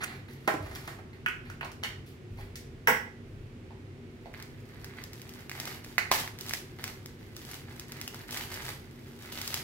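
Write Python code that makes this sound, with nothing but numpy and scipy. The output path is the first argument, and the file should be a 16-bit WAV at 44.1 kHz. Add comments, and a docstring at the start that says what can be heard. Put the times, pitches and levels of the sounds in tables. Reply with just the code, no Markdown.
"""An oil spray gives a last short spurt as foil brushes, over the low hum of appliances in a kitchen.
A foil pan then knocks on the stone counter, and the can is capped and set down further off.
At last a plastic bag's zip pops open and the bag is crinkled and pulled back. Shaped noise makes the hiss,
hum and rumble, short pushes and ringing tones the knocks, and random tiny buckles the crinkling.
Hard cabinets ring briefly after each sound; a hand-held phone hears it all at two ports."""
import sys
import numpy as np
from scipy import signal
from scipy.fft import rfft, irfft, next_fast_len
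from scipy.io import wavfile
from scipy.ndimage import uniform_filter1d

SR = 44100
rng = np.random.default_rng(int(sys.argv[2]) if len(sys.argv) > 2 else 0)


def output_pcm(signal):
    """Save a mono or channel-first signal as 16-bit PCM at the path in sys.argv[1].

    Samples are clipped to [-1, 1] before scaling.
    """
    pcm = np.clip(np.atleast_2d(signal).T, -1, 1) * 32767
    wavfile.write(sys.argv[1], SR, np.round(pcm).astype(np.int16))


N = 424683
TIME = np.arange(N) / SR
RING = TIME[:SR // 2]  # the half second in which one short sound dies away
PORT_GAP_M = 0.15
LEAD_OBJECTS, LEAD_BAG = 8, 3  # samples by which the left port hears the sound first


def amp(db):
    """Turn decibels into gain."""
    return 10 ** (np.asarray(db) / 20)


def along(points, hz):
    """Read a value between (frequency, value) points, on a log-frequency axis."""
    f, value = np.transpose(points)
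    return np.interp(np.log(hz + 1e-3), np.log(f), value)


def colour(x, points, tilt_db=0):
    """Filter with the given spectrum, never ringing ahead of the sound; tilt is in dB per octave."""
    size = 2 * next_fast_len(len(x) // 2 + SR // 20)
    hz = np.arange(size // 2 + 1) * SR / size
    # the tilt turns about 1500 Hz and is flat outside 500 to 5000 Hz
    db = along(points, hz) + tilt_db * np.log2(np.clip(hz, 500, 5000) / 1500)
    # folding the cepstrum (spectrum of the log spectrum) gives the filter that responds soonest
    cepstrum = irfft(np.log(amp(db)))
    cepstrum[1:size // 2] *= 2
    cepstrum[size // 2 + 1:] = 0
    response = np.exp(rfft(cepstrum))
    return irfft(rfft(x, size) * response, size)[:len(x)]


def unit(x):
    """Scale to an average (rms) level of 1."""
    return x / np.sqrt(np.mean(x ** 2))


def crest(x, size=132):
    """Scale so that the loudest three milliseconds have rms 1."""
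    return x / np.sqrt(uniform_filter1d(x ** 2, size).max())


def fade(t60):
    """Exponential decay that falls 60 dB in t60 seconds."""
    return amp(-60 * RING / max(t60, 1e-4))


def add(track, s, x):
    """Mix x into the track from time s, in seconds."""
    i = max(int(s * SR), 0)
    track[i:i + len(x)] += x[:N - i]


def panned(x, pan_db):
    """Lean a stereo sound to the left by pan_db; a negative value leans it right."""
    return x * amp(np.array([[pan_db], [-pan_db]]) / 2)


def stroke(start_s, hold_s, db, growth_db, attack_s, release_s):
    """Gain of one movement: an attack, a hold that grows by growth_db around its level, and a release."""
    hold_s, gain = max(hold_s, 1e-3), np.zeros(N)
    t = TIME[:int((hold_s + release_s) * SR)]
    level_db = db + growth_db * (np.minimum(t / hold_s, 1) - 0.5)
    rise = np.minimum(t / attack_s, 1)
    fall = np.exp(-np.log(1000) * np.maximum(t - hold_s, 0) / release_s)  # 60 dB in release_s
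    add(gain, start_s, rise * amp(level_db) * fall)
    return gain


def diffuse(size):
    """Spectrum of noise from all sides at two ports: alike in the bass, unrelated in the treble."""
    mid, side = rfft(rng.standard_normal((2, size)))
    hz = np.arange(len(mid)) * SR / size
    alike = 0.98 * np.sinc(2 * hz * PORT_GAP_M / 343)  # 343 m/s is the speed of sound
    shared = mid * np.sqrt((1 + alike) / 2)
    opposed = side * np.sqrt((1 - alike) / 2)
    return hz, shared + np.array([[1], [-1]]) * opposed


# how long the room rings at each pitch: (frequency [Hz], time to fall 60 dB [s])
ROOM_DECAY = [(200, 0.38), (700, 0.4), (2000, 0.38), (5000, 0.38), (10000, .33), (15000, 0.25)]


def kitchen(x, room_db, lead, gap_s=0.0012, build_s=0.0008):
    """Direct sound, at the left port `lead` samples early, and a dense tail from cabinets and stone."""
    hz, noise = diffuse(len(RING))
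    build_up = 1 - np.exp(-np.maximum(RING - gap_s, 0) / build_s)
    edges = np.append(0, SR / 2 ** np.arange(8.5, 0.9, -0.5))  # half-octave bands
    tail = 0
    for lo, hi in zip(edges, edges[1:]):
        band = irfft(noise * ((hz >= lo) & (hz < hi)), len(RING))
        band = band * fade(along(ROOM_DECAY, (lo + hi) / 2)) * build_up
        tail = tail + unit(band) * np.sqrt((hi - lo) * 2 / SR / len(RING))
    direct = np.array([x, np.pad(x, (lead, 0))[:N]])
    return direct + amp(room_db) * signal.fftconvolve(x[None], tail)[:, :N]


def contact(rattle_db, t60, size=121, rise_share=0.23):
    """One sharp push and the brief irregular chatter that follows it, with no colour of its own."""
    chatter = rng.standard_normal(len(RING)) * (fade(t60) - fade(t60 * rise_share))
    push = amp(rattle_db) * unit(chatter) / np.sqrt(len(RING))
    push[0] += 1
    # even out the broad shape of the spectrum
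    power = uniform_filter1d(np.abs(rfft(push)) ** 2, size)
    flatten = np.c_[np.linspace(1, SR / 2, len(power)), -10 * np.log10(power + 0.02)]
    return colour(push, flatten)


# bright edge of ticks: (frequency [Hz], level [dB])
TICK_SPECTRUM = [(600, -14.5), (2000, -3.5), (4000, 4), (5700, 5.5), (9000, -2.5), (12000, -3), (15500, -4)]


def knocks(rows, spectrum, modes, tick_colour, ring_db, rattle_db, rattle_s, tick_s):
    """Each blow gives a coloured thud, a bright tick, and sets the object's modes (own tones) ringing."""
    out = np.zeros(N)
    for s, body_db, tick_db, tilt_db in rows:
        thud = crest(colour(contact(rattle_db, rattle_s), spectrum, tilt_db))
        ring = 0
        for hz, db, t60 in modes:
            struck_hz = hz * (1 + 0.0018 * rng.standard_normal())  # a little different at every blow
            ring = ring + amp(db) * fade(t60) * np.sin(2 * np.pi * struck_hz * RING)
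        body = thud + amp(ring_db) * crest(ring)
        tick = crest(colour(contact(6.5, tick_s), tick_colour))
        add(out, s, amp(body_db) * body + amp(tick_db) * tick)
    return out


# tones of a buckling patch: (multiple of its pitch, level [dB])
PATCH_TONES = [(.76, -4), (1, 8), (1.2, -3.5)]
# lower sound of shaken sheets, also used by rustle: (frequency [Hz], level [dB])
FLUTTER_SPECTRUM = [(250, -7), (500, -7), (750, 1.5), (1150, -1), (1500, 3), (2100, 6), (2900, -5.5),
                    (4500, -4), (8000, -60)]


def snaps(rows, swing_s, tick_s, body_db, tick_db, thump_db):
    """A patch buckles and swings briefly around its own pitch, with a bright tick from its edge."""
    out = np.zeros(N)
    for s, swing_db, hz, edge_db in rows:
        swing = sum(amp(db) * np.sin(2 * np.pi * ratio * hz * RING) for ratio, db in PATCH_TONES)
        swing = swing * fade(swing_s) * (1 - np.exp(-hz * RING))  # it builds up over about one cycle
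        thump = crest(colour(contact(0, 0.0048), FLUTTER_SPECTRUM))
        body = crest(crest(swing) + amp(thump_db) * thump)
        tick = crest(colour(contact(53, tick_s), TICK_SPECTRUM))
        add(out, s, amp(body_db + swing_db) * body + amp(tick_db + edge_db) * tick)
    return out


def creases(per_s, spread_db, bunching=0.8, size=350):
    """Random tiny buckles of very unequal size, whose chance rises and falls so they come in bunches."""
    bunch = np.exp(bunching * unit(uniform_filter1d(rng.standard_normal(N), size)))
    chance, sign, strength = rng.random(N), rng.choice([-1, 1], N), rng.exponential(size=N)
    happens = chance < per_s / SR * bunch / bunch.mean()
    return happens * sign * amp(spread_db * np.minimum(strength, 4))


# bright crackle of small creases: (frequency [Hz], level [dB])
CRACKLE_SPECTRUM = [(1500, -6.5), (3000, 4.5), (4500, 1.5), (7000, -3.5), (9500, -6), (12000, -0.5),
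                    (15500, -6)]


def rustle(moves, per_s, spread_db, crackle_db, flutter_db):
    """Small creases crackle brightly; the same buckles and larger folds shake the sheet lower down."""
    fine, folds = creases(per_s, spread_db), creases(per_s, spread_db)
    crackle = unit(colour(fine, CRACKLE_SPECTRUM))
    flutter = unit(colour(0.33 * fine + folds, FLUTTER_SPECTRUM))
    high, low = np.zeros(N), np.zeros(N)
    for start_s, hold_s, db, growth_db, over_db in moves:
        # a hand takes up the sheet over a share of the movement; the sheet settles once it stops
        effort = stroke(start_s, hold_s, db, growth_db, attack_s=0.083 * hold_s, release_s=0.24)
        high = np.maximum(high, effort)
        low = np.maximum(low, effort * amp(over_db))
    return amp(crackle_db) * crackle * high + amp(flutter_db) * flutter * low


# spectrum of the steady fan noise: (frequency [Hz], level [dB])
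FAN_SPECTRUM = [(18, -39), (30, -14), (133, -8.5), (208, -14.5), (243, -11.5), (270, -15.5), (292, -16),
                (369, -12), (467, -19.5), (518, -21), (561, -26), (656, -27), (1020, -32), (2180, -30.5),
                (15500, -57)]
# appliance drone in the room: (frequency [Hz], width [Hz], level [dB])
HUMS = [(98.7, 15.7, -53.5), (135.2, 6.6, -57), (237.9, 8.2, -58.5), (299, 75, -66.5), (380.6, 42, -61.5)]


def appliances(fan_db=-49.5):
    """Steady fan noise with a few wavering hums, each a band of noise around its own pitch."""
    size = next_fast_len(N)
    hz, noise = diffuse(size)
    out = amp(fan_db) * unit(irfft(noise * amp(along(FAN_SPECTRUM, hz)), size))
    hz, noise = diffuse(size)
    for centre, width, db in HUMS:
        out += amp(db) * unit(irfft(noise / (1 + ((hz - centre) / width * 2) ** 2), size))
    return out[:, :N]


# feet tread the floor and the hand that holds the phone shifts: (start [s], hold [s], level [dB])
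SHUDDERS = [(0.58, 0.1, -46), (1.33, 0.28, -51.5), (1.88, 0.13, -51), (2.298, 0.13, -43), (2.65, 0.25, -54),
            (3.25, 0.17, -48), (8.405, 0.22, -55)]
# their deep sound: (frequency [Hz], level [dB])
RUMBLE_SPECTRUM = [(15, -44), (30, 4.5), (60, -4.5), (95, 3), (140, -6), (250, -28), (600, -53.5)]


def rumble():
    """Low shudders of deep noise, the same at both ports."""
    weight = sum(stroke(s, hold_s, db, 0, attack_s=0.024, release_s=0.76) for s, hold_s, db in SHUDDERS)
    return unit(colour(rng.standard_normal(N), RUMBLE_SPECTRUM)) * weight


# small dull bumps and ticks about the kitchen:
# (time [s], relative body level [dB], pitch [Hz], relative tick level [dB])
SMALL_BUMPS = [(2.387, -39.5, 840, -78), (2.556, -42.5, 1910, -46), (3.707, -41, 880, -77),
               (4.258, -35, 700, -71)]


def bumps():
    """Small objects swing briefly at their own pitch when bumped."""
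    return snaps(SMALL_BUMPS, swing_s=0.011, tick_s=0.016, body_db=-4.5, tick_db=6.5, thump_db=-8)


# the nozzle sputters, then spits out its last gas: (start [s], hold [s], level [dB], growth [dB])
SPUTTER_WHISTLE = (0.008, 0.038, -38, 5)
LAST_SPIT = (0.033, 0.012, -33, 0)
# spectrum of the hiss: (frequency [Hz], level [dB])
SPURT_SPECTRUM = [(150, -50), (500, -2), (1000, -20), (1600, -6), (2600, 1), (4200, -13), (7000, 0),
                  (15000, -12)]


def spray(whistle_hz=1520, width_hz=500):
    """Gas hisses through the nozzle for an instant and rings its narrow bore."""
    attack_s, release_s = 0.0061, 0.017
    hiss = unit(colour(rng.standard_normal(N), SPURT_SPECTRUM))
    bore = signal.iirpeak(whistle_hz, whistle_hz / width_hz, SR)
    whistle = unit(signal.lfilter(*bore, rng.standard_normal(N)))
    return (hiss * stroke(*LAST_SPIT, attack_s, release_s)
            + whistle * stroke(*SPUTTER_WHISTLE, attack_s, release_s))


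# foil slides and sleeves brush: (start [s], hold [s], relative crackle level [dB], growth [dB],
# relative flutter over crackle [dB])
FOIL_BRUSHES = [(0.0, 0.15, -59.5, -3, 14), (0.28, 0.075, -60, -7, 3.5), (0.4, 0.06, -66, 3, 8.5),
                (0.6, 0.32, -60, 2, 7), (0.75, 0.0087, -47, -18, -3), (1.13, 0.018, -71.5, -7, 15.5),
                (1.45, 0.04, -67, -4.5, 15), (2.06, 0.034, -61.5, -1, -14), (2.37, 0.05, -62, 5, 7.5)]


def foil():
    """Sliding foil and sleeves rustle with many tiny, fairly equal buckles."""
    return rustle(FOIL_BRUSHES, per_s=3000, spread_db=2, crackle_db=-0.5, flutter_db=-3.5)


# foil pan meets the counter: (time [s], body level [dB], tick level [dB], tilt [dB per octave])
PAN_BLOWS = [(0.4762, -20, -32, 3), (0.4825, -32, -58, -0.5), (0.538, -30.5, -42.5, -11),
             (0.66, -45, -57, 4.5), (0.713, -44.5, -50, 2), (0.7565, -41.5, -41.5, 9),
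             (0.876, -37, -42.5, 6), (0.987, -47, -78, 3)]
# spectrum of its thud: (frequency [Hz], level [dB])
PAN_SPECTRUM = [(80, -35), (140, -6), (220, -11), (300, 0), (400, -3.5), (650, 0), (900, -4), (1100, -4.5),
                (1400, -6), (2100, -11.5), (2700, -20.5), (6000, -38.5), (12000, -41)]
# its ringing tones: (frequency [Hz], level [dB], time to fall 60 dB [s])
PAN_TONES = [(314, -16, 0.14), (655, 8, 0.64), (810, -1, 0.37), (810, 14, 0.3), (1030, 11, .14),
             (1560, 0, 0.14), (1600, 1, .18), (2283, -36, 0.13)]


def pan():
    """The foil pan rattles and rings on the stone counter."""
    return knocks(PAN_BLOWS, PAN_SPECTRUM, PAN_TONES, TICK_SPECTRUM,
                  ring_db=-16, rattle_db=18, rattle_s=0.039, tick_s=0.012)


# plastic cap taps the can as it is fitted:
# (time [s], body level [dB], tick level [dB], tilt [dB per octave])
CAP_BLOWS = [(1.2612, -20.5, -45, 4), (1.2853, -28, -44.5, 2), (1.5, -37.5, -46.5, -4),
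             (1.6098, -31.5, -58, 5.5), (1.647, -49, -44, -19), (1.717, -49, -46.5, 6)]
# spectrum of its thud: (frequency [Hz], level [dB])
CAP_SPECTRUM = [(400, -26), (750, -10.5), (1000, -4), (1200, -1.5), (1420, 8.5), (2000, -1), (2800, 0.5),
                (3300, -13.5), (3800, -31), (5000, -37)]
# its ringing tones: (frequency [Hz], level [dB], time to fall 60 dB [s])
CAP_TONES = [(1400, -16, .25), (1650, -4, 0.24), (1940, 12, 0.14), (2160, 0, 0.13), (2498, -16, .2),
             (2820, -12, 0.13), (2960, -3, .25)]


def cap():
    """The light cap taps the can, with little chatter and a short ring."""
    return knocks(CAP_BLOWS, CAP_SPECTRUM, CAP_TONES, TICK_SPECTRUM,
                  ring_db=-18, rattle_db=10, rattle_s=0.013, tick_s=0.016)


# the cap is pressed over the rim and snaps home:
# (time [s], relative body level [dB], pitch [Hz], relative tick level [dB])
LATCH_SNAPS = [(1.613, -41, 1010, -68), (1.631, -35.5, 1040, -61), (1.652, -40, 1060, -66),
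               (1.831, -40.5, 1510, -47), (1.8358, -29, 2940, -31.5), (1.847, -32, 1940, -55)]


def latch():
    """The cap's plastic buckles over the rim and swings for an instant."""
    return snaps(LATCH_SNAPS, swing_s=0.0063, tick_s=0.0075, body_db=3, tick_db=-1.5, thump_db=-2)


# steel can lands on its rim and rocks flat:
# (time [s], body level [dB], tick level [dB], tilt [dB per octave])
CAN_BLOWS = [(2.8725, -15.5, -20, 7), (2.8825, -19, -20.5, -8), (2.895, -25.5, -47, 7),
             (2.904, -38, -51, 19)]
# spectra of its thud and of its tick: (frequency [Hz], level [dB])
CAN_SPECTRUM = [(90, -34), (170, -15.5), (350, -18), (500, -10.5), (600, -19.5), (720, -6), (1000, -2),
                (1250, -5.5), (1500, 1.5), (2000, 0), (2600, -14), (3300, -22), (4200, -38), (8000, -55)]
CAN_TICK_SPECTRUM = [(2000, -30), (3300, -3), (4200, -12), (4800, -1.5), (5700, 6.5), (6600, -5),
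                     (8000, 1.5), (9100, -9), (10300, -1.5), (13000, 0), (14200, -5), (15300, 7)]
# its ringing tones: (frequency [Hz], level [dB], time to fall 60 dB [s])
CAN_TONES = [(493, 2, 0.14), (722, 1, 0.11), (963, 6, 0.1), (1104, -12, 0.28), (1720, -21, .3),
             (1760, -15, .25), (1930, 6, 0.21), (1970, 6, 0.39), (2150, -2, 0.1), (2842, -11, 0.17),
             (4570, -8, 0.15), (5440, -19, .22), (5800, -21, .22)]


def can():
    """Steel knocks in quick succession and rings in many tones."""
    return knocks(CAN_BLOWS, CAN_SPECTRUM, CAN_TONES, CAN_TICK_SPECTRUM,
                  ring_db=-12.5, rattle_db=19, rattle_s=0.022, tick_s=0.012)


# the zip pops open in two tugs:
# (time [s], relative body level [dB], pitch [Hz], relative tick level [dB])
ZIP_TUGS = [(5.9814, -8, 1990, -31.5), (6.115, -8.5, 1000, -23.5)]


def zip_pops():
    """The plastic by the zip buckles and swings for a few thousandths of a second."""
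    return snaps(ZIP_TUGS, swing_s=0.0075, tick_s=0.014, body_db=-6, tick_db=4, thump_db=-1.5)


# the largest creases in the bag flip over:
# (time [s], relative body level [dB], pitch [Hz], relative tick level [dB])
BAG_FLIPS = [(4.34, -31, 2080, -61), (4.4004, -37, 1750, -56), (4.425, -42, 2140, -48),
             (4.8444, -34.5, 1670, -47), (4.986, -32, 1810, -70), (5.0384, -46, 1910, -44.5),
             (5.1324, -43, 2020, -49.5), (5.217, -40, 2310, -49.5), (5.2925, -39, 2620, -51),
             (5.3373, -52, 1760, -54), (5.4956, -29, 2230, -45.5), (5.5151, -25, 1980, -50),
             (5.6, -36, 1910, -38.5), (5.6543, -48, 2110, -42.5), (5.8461, -35, 1840, -49.5),
             (6.2766, -25.5, 1960, -49), (6.3877, -40, 2090, -48), (6.4096, -44, 2070, -41),
             (6.464, -37, 1960, -48), (6.4943, -37, 1980, -38.5), (6.5095, -23.5, 2120, -48),
             (6.5359, -18.5, 1850, -32.5), (6.8407, -23, 2280, -37), (6.878, -28, 2240, -46),
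             (7.0596, -34, 2140, -46.5), (7.3652, -41, 2320, -45.5), (7.5136, -34, 1690, -45.5),
             (7.5423, -45, 2210, -48), (7.7961, -43, 2160, -42.5), (7.9203, -41, 2200, -44.5),
             (8.0136, -34, 2130, -40), (8.0775, -25.5, 2800, -41), (8.1446, -32.5, 1320, -48),
             (8.3083, -48, 1350, -43.5), (8.3731, -31, 2260, -40), (8.541, -47, 2090, -43),
             (9.415, -30, 2170, -39.5), (9.4764, -39, 2010, -36.5), (9.542, -23, 2180, -31.5)]


def bag_flips():
    """Each large crease flips over with a very brief swing and a tick."""
    return snaps(BAG_FLIPS, swing_s=0.005, tick_s=0.009, body_db=-7.5, tick_db=9.5, thump_db=-3)


# the hands squeeze or pull the bag: (start [s], hold [s], relative crackle level [dB], growth [dB],
# relative flutter over crackle [dB])
BAG_PULLS = [(4.33, 0.1, -64.5, -4.5, 9.5), (4.68, 0.23, -68.5, -2, 8), (4.83, 0.19, -66, 7, 10.5),
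             (5.1, 0.32, -63, 2, 2.5), (5.505, 0.1, -56.5, 13.5, 6), (5.648, 0.079, -50.5, -0.5, 4.5),
             (5.83, 0.15, -61.5, -10, 2), (6.11, 0.094, -39, -9.5, 1.5), (6.375, 0.17, -51.5, 5, -2.5),
             (6.78, 0.12, -55.5, -1, 4), (7.34, 0.23, -56.5, 7, 0), (7.64, 0.16, -63, 6.5, 5.5),
             (7.86, 0.37, -58.5, -1.5, 2), (8.275, 0.13, -48.5, 2, 0), (8.42, 0.27, -51, 5.5, 3),
             (8.7, 0.59, -67.5, 2, -1), (9.18, 0.14, -57, -3, 1), (9.3, 0.29, -48, 5.5, -1.5),
             (9.55, 0.074, -49, -11, -6)]
# between pulls the bag never lies quite still in the hands (same columns)
BAG_RESTLESS = (4.0, 5.6, -71, 3, 5)
# how much earlier the left port hears each wall of the bag: (wall 1 [samples], wall 2 [samples])
WALL_LEADS = (2, 5)


def bag_walls():
    """The two walls of the bag crinkle separately, each from its own direction."""
    film = 0
    for lead in WALL_LEADS:
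        wall = rustle(BAG_PULLS + [BAG_RESTLESS], per_s=480, spread_db=5.5, crackle_db=1, flutter_db=-2.5)
        film = film + kitchen(wall, room_db=0, lead=lead)
    return film


def scene():
    """Spray and bag flips are the driest; the can, its latch and the bumps have the most room sound."""
    background = appliances() + rumble()
    nozzle = panned(kitchen(spray(), room_db=-9, lead=LEAD_OBJECTS), pan_db=-2.5)
    counter = kitchen(pan() + foil(), room_db=0.5, lead=LEAD_OBJECTS)
    capping = kitchen(cap(), room_db=0.5, lead=LEAD_OBJECTS)
    further_off = kitchen(can() + latch() + bumps(), room_db=3.5, lead=LEAD_OBJECTS)
    opening = panned(kitchen(zip_pops(), room_db=-1.5, lead=LEAD_BAG), pan_db=-1.5)
    flipping = kitchen(bag_flips(), room_db=-5, lead=LEAD_BAG)
    return background + nozzle + counter + capping + further_off + opening + flipping + bag_walls()


# how the two ports differ in colour: (frequency [Hz], left minus right [dB])
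PORT_DIFFERENCE = [(300, 0), (700, -2), (1200, -5), (2100, -5.5), (3200, -.5), (5500, 0), (8000, 0),
                   (11000, 3.5), (15000, 4.5)]


def record(dry):
    """The two ports of the phone have different colours; the treble above 15750 Hz is cut."""
    ports = []
    for x, side in zip(dry, (1, -1)):
        ports.append(colour(x, [(hz, side * db / 2) for hz, db in PORT_DIFFERENCE]))
    top_cut = signal.ellip(10, 0.2, 70, 15750, fs=SR, output="sos")
    return signal.sosfilt(top_cut, ports)


dry = scene()
out = record(dry)
output_pcm(out)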